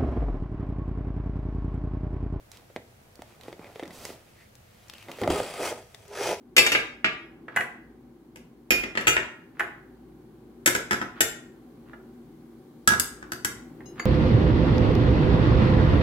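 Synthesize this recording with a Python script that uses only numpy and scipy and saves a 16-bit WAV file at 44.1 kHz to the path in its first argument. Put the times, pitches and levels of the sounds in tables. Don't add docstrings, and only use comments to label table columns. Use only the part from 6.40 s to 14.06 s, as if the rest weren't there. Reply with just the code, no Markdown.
import sys
import numpy as np
from scipy import signal
from scipy.fft import rfft, irfft, next_fast_len
from scipy.io import wavfile

SR = 44100
rng = np.random.default_rng(int(sys.argv[2]) if len(sys.argv) > 2 else 0)


def store_wav(level_fs):
    pcm = np.round(np.clip(np.atleast_2d(level_fs), -1, 1) * 32767)
    wavfile.write(sys.argv[1], SR, pcm.T.astype(np.int16))


N = 337611
TIME = np.arange(N) / SR
AGE = np.arange(int(.7 * SR)) / SR


def from_db(db):
    return 10 ** (np.asarray(db) / 20)


def rms_one(x):
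    return x / np.sqrt(np.mean(x ** 2) + 1e-20)


def attack_one(x):
    return x / np.sqrt(np.mean(x[AGE < .012] ** 2) + 1e-20)


def at_hz(points, hz, column=1):
    points = np.array(points)
    return np.interp(np.log(hz + 1e-9), np.log(points[:, 0]), points[:, column])


def dying(t60):
    return np.exp(-np.log(1000) * AGE / t60)


def band(x, low_hz, high_hz, order=2):
    sos = signal.butter(order, [low_hz, min(high_hz, SR / 2 - 500)], "band", fs=SR, output="sos")
    return signal.sosfilt(sos, x + 1e-18)


def resonance(x, hz, width_hz):
    r = np.exp(-np.pi * width_hz / SR)
    feedback = [1, -2 * r * np.cos(2 * np.pi * hz / SR), r * r]
    return signal.lfilter(np.array([1, 0, -1]) * (1 - r * r) / 2, feedback, x + 1e-18)


def steep_resonance(x, hz, width_hz):
    return resonance(resonance(x, hz, width_hz), hz, width_hz)


def add(track, s, sound):
    start = int(s * SR)
    track[start:start + len(sound)] += sound[:N - start]


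# f/Hz, left-right correlation
PAIR_CORRELATION = [(60, 0.85), (300, .92), (700, 0.33), (1400, 0.32), (3000, -0.11), (15000, 0.13)]

def diffuse_bands(size):
    edges = np.geomspace(25, 18000, 20)
    white = rng.standard_normal((2, 2, size))
    for k, (low, high) in enumerate(zip(edges, edges[1:])):
        hz = np.sqrt(low * high)
        mid, side = band(white[k % 2], low, high)
        alike = at_hz(PAIR_CORRELATION, hz)
        yield hz, np.sqrt((1 + alike) / 2) * mid + np.sqrt((1 - alike) / 2) * side * np.array([[1], [-1]])


# f/Hz, relative level/dB per Hz
MURMUR_SPECTRUM = [(25, -32.5), (55, -15), (80, -22), (120, -10.5), (200, -10), (330, -5.5), (560, -24.5),
                   (770, -20.5), (1200, -28), (2000, -34.5), (3000, -39.5)]
HISS_SPECTRUM = [(3000, -3.5), (4300, 3.5), (5200, -3.5), (6500, -8), (7500, -4), (9000, -3), (12000, -4.5),
                 (15000, -2), (16000, -7.5)]
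# f/Hz, width/Hz, relative level/dB
ROOM_MODES = [(56.7, 3.3, -60), (127, 17, -60), (155.2, 4.7, -61.5), (174.2, 12, -66), (239.3, 24, -50.5),
              (292, 32, -59.5), (330.4, 24, -53.5), (371.4, 17, -58), (766, 53, -66.5)]
# t/s, level/dB
ROOM_SWELL = [(0, -56.5), (1, -52.5), (2, -56), (3.6, -53), (5.6, -51.5), (6.3, -53), (7.6, -47)]

def room_tone(waves_db=1, hiss_start_db=-76, hiss_rise_db=7.5):
    bands = list(diffuse_bands(N))
    murmur = sum(from_db(at_hz(MURMUR_SPECTRUM, hz)) * noise for hz, noise in bands if hz < 3000)
    hiss = sum(from_db(at_hz(HISS_SPECTRUM, hz)) * noise for hz, noise in bands if hz >= 3000)
    waves = sum(from_db(db) * rms_one(steep_resonance(rng.standard_normal(N), hz, width))
                for hz, width, db in ROOM_MODES)
    swell = from_db(np.interp(TIME, *np.transpose(ROOM_SWELL)))
    hiss_gain = from_db(hiss_start_db + hiss_rise_db * TIME / TIME[-1])
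    return swell * (rms_one(murmur) + from_db(waves_db) * rms_one(waves)) + hiss_gain * rms_one(hiss)


def mode_rings(modes):
    return np.array([from_db(db) * np.sin(2 * np.pi * hz * AGE) * dying(min(t60, .52 * (hz / 1600) ** -.45))
                     for hz, db, t60 in modes])


def crack(t60, snap_db, repeat_db, count=95):
    snap = from_db(snap_db) * rng.standard_normal(len(AGE)) * dying(.0068)
    spectrum = np.zeros(len(AGE) // 2 + 1, complex)
    bins = (np.arange(count) + rng.random(count)) / count * (len(spectrum) - 1)
    spectrum[bins.astype(int)] = np.exp(2j * np.pi * rng.random(count))
    crowd = rms_one(irfft(spectrum, len(AGE))) * dying(t60)
    touch = (crowd + snap) * (1 - dying(.005))
    repeat = int(rng.uniform(.006, .014) * SR)
    return touch + from_db(repeat_db) * np.pad(touch, (repeat, 0))[:len(touch)]


def thud(hz, width_hz, t60, boom_db):
    wood_noise, slab_noise = rng.standard_normal((2, len(AGE)))
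    pitch_hz = hz * 2 ** (.17 * rng.standard_normal())
    wood = band(resonance(wood_noise * dying(t60), pitch_hz, width_hz), 52, 1500)
    boom = band(slab_noise, 42, 150) * dying(.16)
    return attack_one(wood) + from_db(boom_db) * rms_one(boom) * np.sqrt(.012 / AGE[-1])


OPEN_T60, HELD_T60 = 2.5, .55
USUAL_BLOW_DB = -20

def clatter(hits, modes, damping_t60, crack_t60, snap_db, repeat_db, ring_db, shimmer_db,
            knock_hz, knock_width_hz, clink_db, tick_db, thud_db, worktop):
    blows, rings = np.zeros((2, N))
    free_modes = mode_rings(modes) * dying(damping_t60)
    for s, db, softness in hits:
        strengths = from_db(3 * rng.standard_normal(len(modes))) * rng.choice([-1, 1], len(modes))
        crack_and_ring = np.array([crack(crack_t60, snap_db, repeat_db), strengths @ free_modes])
        centre_hz = knock_hz * 2 ** (-.02 * softness)
        knock = band(steep_resonance(crack_and_ring, centre_hz, knock_width_hz), 500, 2900)
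        clink = band(crack_and_ring, 2800, 6800, order=4)
        clink -= .6 * resonance(clink, 4200, 700)
        tick = band(crack_and_ring, 6800, 13200, order=3)
        excess_db = db - USUAL_BLOW_DB
        add(blows, s, from_db(thud_db + .65 * excess_db) * thud(**worktop))
        registers = (knock, 0, ring_db), (clink, clink_db, shimmer_db), (tick, tick_db, shimmer_db)
        for octave, ((blow, ring), colour_db, share_db) in enumerate(registers):
            ring_share = from_db(share_db + excess_db)
            gain = from_db(db + colour_db - softness * octave) / np.sqrt(1 + ring_share ** 2)
            add(blows, s, gain * attack_one(blow))
            add(rings, s, gain * ring_share * attack_one(ring))
        glaze = band(rng.standard_normal(len(AGE)) * dying(.003), 9500, 17000)
        add(blows, s, from_db(db + tick_db - 2 * softness - 13) * attack_one(glaze))
    return np.array([blows, rings])


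# t/s, level/dB, softness/dB per octave
PLATE_CONTACTS = [(0.165, -15, 4), (0.179, -10.5, 4.4), (0.2635, -20, 5.8), (0.3175, -19.5, 6.4),
                  (0.348, -16, 20), (0.6435, -17, 18)]
# f/Hz, level/dB, t60/s before damping
PLATE_RING = [(1186, -6, 0.41), (1628, -5, 0.36), (2216, -1, 0.31), (2359, 0, 0.3), (2647, -3, 0.29),
              (3701, -2, 0.25), (4448, -8, 0.23), (4617, -5, 0.22), (5120, -9, 0.21), (5267, -7, 0.21),
              (5341, -6, 0.21), (6581, -7, 0.19), (7388, -10, 0.18), (7790, -7, 0.18), (9335, -10, 0.16),
              (10064, -4, 0.16), (10761, -11, 0.15), (11198, -14, 0.15), (11717, -5, 0.15),
              (12520, -8, 0.14), (13374, -10, 0.14), (15124, -17, 0.13)]

def dish_on_plate():
    return clatter(PLATE_CONTACTS, PLATE_RING, OPEN_T60, crack_t60=.05, snap_db=-2.5, repeat_db=-7,
                   ring_db=-12, shimmer_db=-3.5, knock_hz=2400, knock_width_hz=1900, clink_db=-.5,
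                   tick_db=-1, thud_db=-31.5, worktop=dict(hz=340, width_hz=210, t60=.077, boom_db=-15))


# t/s, level/dB, softness/dB per octave
LIFT_CONTACTS = [(1.0815, -34, 18), (1.1615, -20, 4.3), (1.169, -15, 16), (1.207, -22, 8.2),
                 (3.195, -21, 7.7), (3.204, -17, 17), (5.533, -41, 21), (7.405, -46, 14), (7.5965, -25, 10)]
# f/Hz, level/dB, t60/s before damping
LIFT_RING = [(1150, -12, 0.177), (1400, -5, 0.22), (1584, -9, 0.1), (1690, -3, 0.3), (1859, 1, 0.22),
             (1982, 2, 0.16), (2882, -4, 0.25), (4170, -30, 0.178), (5000, -33, 0.2), (7100, -36, 0.076),
             (10656, -42, 0.14)]

def lifted_dishes():
    return clatter(LIFT_CONTACTS, LIFT_RING, HELD_T60, crack_t60=.027, snap_db=0, repeat_db=-9.5,
                   ring_db=-14, shimmer_db=-1.5, knock_hz=2030, knock_width_hz=710, clink_db=-15.5,
                   tick_db=-3, thud_db=-29, worktop=dict(hz=380, width_hz=1350, t60=.057, boom_db=-19))


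# t/s, level/dB
DISH_SLIDES = [(1.147, -45.5), (3.186, -51.5), (4.779, -46), (5.492, -54.5), (6.84, -53), (7.595, -44)]

def slides(swell_s=.034, bumps_per_s=900):
    pressure = sum(from_db(db) * np.exp(-((TIME - s) / swell_s) ** 2) for s, db in DISH_SLIDES)
    bumps = (rng.random(N) < bumps_per_s / SR) * rng.standard_normal(N)
    return pressure * rms_one(band(resonance(bumps, 1200, 800), 700, 3200))


# t/s, level/dB, softness/dB per octave
FIRST_CONTACTS = [(1.958, -50.5, 1), (2.5517, -32.5, 13), (2.573, -22, 11.4), (2.61, -40, 3),
                  (2.6695, -17, 4), (2.6785, -18, 2.5), (2.765, -19.5, 13)]
# f/Hz, level/dB, t60/s before damping
FIRST_RING = [(1304, -5, 0.35), (1404, -6, 0.34), (1679, -6, 0.31), (1783, 0, 0.3), (1882, -2, 0.3),
              (2451, -8, 0.26), (2796, -2, 0.25), (3591, -11, 0.22), (4324, -6, 0.2), (5331, -13, 0.19),
              (6209, -13, 0.17), (7023, -15, 0.16), (7187, -12, 0.16), (7950, -14, 0.16),
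              (11390, -20, 0.13), (12535, -22, 0.13), (12602, -25, 0.13), (14887, -22, 0.12)]

def first_bowl():
    return clatter(FIRST_CONTACTS, FIRST_RING, OPEN_T60, crack_t60=.022, snap_db=-8, repeat_db=-8,
                   ring_db=-8, shimmer_db=1, knock_hz=2050, knock_width_hz=1730, clink_db=-5,
                   tick_db=-4, thud_db=-30.5, worktop=dict(hz=284, width_hz=160, t60=.051, boom_db=-12))


# t/s, level/dB, softness/dB per octave
SQUARE_CONTACTS = [(2.3055, -18, 3), (2.318, -24, 4), (2.4355, -30, 12)]
# f/Hz, level/dB, t60/s before damping
SQUARE_RING = [(1380, -8, 0.36), (1642, -6, 0.34), (2450, -1, 0.28), (3814, -11, 0.23), (4653, -16, 0.21),
               (5383, 0, 0.2), (6963, -8, 0.18), (9721, -11, 0.15), (11804, -8, 0.14), (12518, -24, 0.13),
               (13332, -22, 0.13), (13889, -21, 0.13)]

def square_dish_rim():
    return clatter(SQUARE_CONTACTS, SQUARE_RING, OPEN_T60, crack_t60=.04, snap_db=-5, repeat_db=-12,
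                   ring_db=-4, shimmer_db=3, knock_hz=2200, knock_width_hz=1900, clink_db=-3,
                   tick_db=-3, thud_db=-29, worktop=dict(hz=280, width_hz=150, t60=.06, boom_db=-11))


# t/s, level/dB, softness/dB per octave
SECOND_CONTACTS = [(4.2595, -19.5, 0.3), (4.274, -19.5, 6), (4.349, -23.5, 6.4), (4.5085, -21, 9.5),
                   (4.529, -25.5, 9), (4.614, -27, 15), (4.806, -18.5, 0.8)]
# f/Hz, level/dB, t60/s before damping
SECOND_RING = [(1345, -5, 0.29), (1784, 0, 0.26), (2464, -13, 0.22), (2876, -14, 0.21), (3478, -14, 0.19),
               (3619, -10, 0.19), (5188, -14, 0.16), (6284, -12, 0.15), (7436, -2, 0.14), (7805, -7, 0.13),
               (9248, -9, 0.12), (9453, -10, 0.12), (10244, -16, 0.12), (11405, -15, 0.11),
               (12964, -20, 0.11), (13523, -19, 0.1)]

def second_bowl():
    return clatter(SECOND_CONTACTS, SECOND_RING, HELD_T60, crack_t60=.036, snap_db=4, repeat_db=-4.5,
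                   ring_db=-9, shimmer_db=-6, knock_hz=1700, knock_width_hz=900, clink_db=-3,
                   tick_db=.5, thud_db=-28, worktop=dict(hz=271, width_hz=200, t60=.053, boom_db=-12))


# t/s, level/dB, softness/dB per octave
THIRD_CONTACTS = [(6.4745, -14, 5.3), (6.505, -23, 15), (6.519, -22, 16), (6.535, -23, 16),
                  (6.597, -28, -2.5), (6.826, -41, 15), (6.919, -31.5, 5.3), (7.047, -25.5, 2.4)]
# f/Hz, level/dB, t60/s before damping
THIRD_RING = [(1344, -11, 0.22), (1455, -10, 0.21), (1656, 0, 0.2), (2830, -14, 0.15), (3296, -14, 0.14),
              (3404, -17, 0.14), (3746, -18, 0.14), (3980, -20, 0.13), (4386, -19, 0.13), (4901, -14, 0.12),
              (6183, -16, 0.11), (7831, -8, 0.1), (9239, -9, 0.09), (11337, -17, 0.08), (12201, -23, 0.08),
              (12898, -20, 0.08), (12981, -20, 0.08), (14974, -23, 0.07)]

def third_bowl():
    return clatter(THIRD_CONTACTS, THIRD_RING, HELD_T60, crack_t60=.016, snap_db=-3, repeat_db=-9,
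                   ring_db=0, shimmer_db=-10.5, knock_hz=1594, knock_width_hz=700, clink_db=-1.5,
                   tick_db=2.5, thud_db=-33, worktop=dict(hz=268, width_hz=170, t60=.039, boom_db=-4))


# t/s, level/dB, f/Hz, t60/s before damping
RIM_PINGS = [(6.596, -26, 4901, 0.11), (6.918, -44, 4740, 0.33), (7.5954, -36, 4580, 0.17),
             (7.5957, -34.5, 6760, 0.14)]
# f/Hz, level/dB, t60/s before damping
GRAZED_RING = [(2857, -10, 0.31), (3985, -11, 0.27), (5149, -6, 0.24), (6442, 0, 0.21), (9418, -12, 0.18),
               (11111, -11, 0.17), (14954, -17, 0.15)]

def rim_touches(graze_s=7.458, graze_db=-44):
    track = np.zeros(N)
    for s, db, hz, t60 in RIM_PINGS:
        add(track, s, mode_rings([(hz, db, t60)])[0])
    add(track, graze_s, from_db(graze_db) * mode_rings(GRAZED_RING).sum(axis=0))
    return track


def at_microphones(x, right_lag_ms):
    delay_s = np.interp(np.arange(1025), np.linspace(0, 1024, 60), rng.uniform(.0005, .005, 60))
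    scatter = irfft(np.exp(-2j * np.pi * np.cumsum(delay_s) * SR / 2048))
    scattered = from_db(-5) * band(signal.oaconvolve(x, scatter)[:N], 700, 17000, order=1)
    right = np.interp(TIME - right_lag_ms / 1000, TIME, x - scattered)
    return from_db(-1.5) * np.array([x + scattered, right])


# f/Hz, t60/s, level/dB
KITCHEN_REVERB = [(70, 0.42, 2), (255, 0.3, 0.5), (814, 0.5, 0), (1870, 0.48, -6), (4800, 0.38, -2.5),
                  (8000, 0.38, -6), (14000, 0.21, -3.5)]

def kitchen_echoes(x, first_echo_s=.004, build_s=.0015):
    onset = 1 - np.exp(-np.maximum(AGE - first_echo_s, 0) / build_s)
    tail = 0
    for hz, noise in diffuse_bands(len(AGE)):
        shape = onset * dying(at_hz(KITCHEN_REVERB, hz))
        gain = from_db(at_hz(KITCHEN_REVERB, hz, column=2))
        tail = tail + gain * noise * shape / np.sqrt(np.sum(shape ** 2))
    return signal.fftconvolve(x[None], tail, axes=1)[:, :N]


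def scene():
    plate = dish_on_plate()
    open_dishes = first_bowl() + square_dish_rim()
    nested = second_bowl() + third_bowl()
    front = lifted_dishes().sum(axis=0) + slides() + rim_touches()
    direct = from_db(1) * at_microphones((open_dishes + nested).sum(axis=0), right_lag_ms=.2475)
    direct += from_db(-4.04) * at_microphones(front, right_lag_ms=-.036)
    direct += at_microphones(plate.sum(axis=0), right_lag_ms=.14)
    blows, rings = plate + from_db(1.5) * open_dishes + nested
    echo_send = blows + from_db(-3) * rings + from_db(-5) * front
    return direct + kitchen_echoes(echo_send) + room_tone()


# f/Hz, left minus right level/dB
PAIR_BALANCE = [(100, 0.5), (400, 1.65), (1100, -1), (2200, -1), (4800, 5), (9000, 2), (14000, -0.5)]

def record(dry, clip_at=.85, cutoff_hz=15800):
    size = next_fast_len(N + len(AGE))
    lead_db = at_hz(PAIR_BALANCE, np.arange(size // 2 + 1) * SR / size)
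    gains = from_db(np.array([lead_db, -lead_db]) / 2)
    coloured = irfft(rfft(dry, size) * gains, size)[:, :N]
    low_pass = signal.ellip(10, .2, 70, cutoff_hz, fs=SR, output="sos")
    return signal.sosfilt(low_pass, np.clip(coloured, -clip_at, clip_at))


dry = scene()
out = record(dry)
store_wav(out)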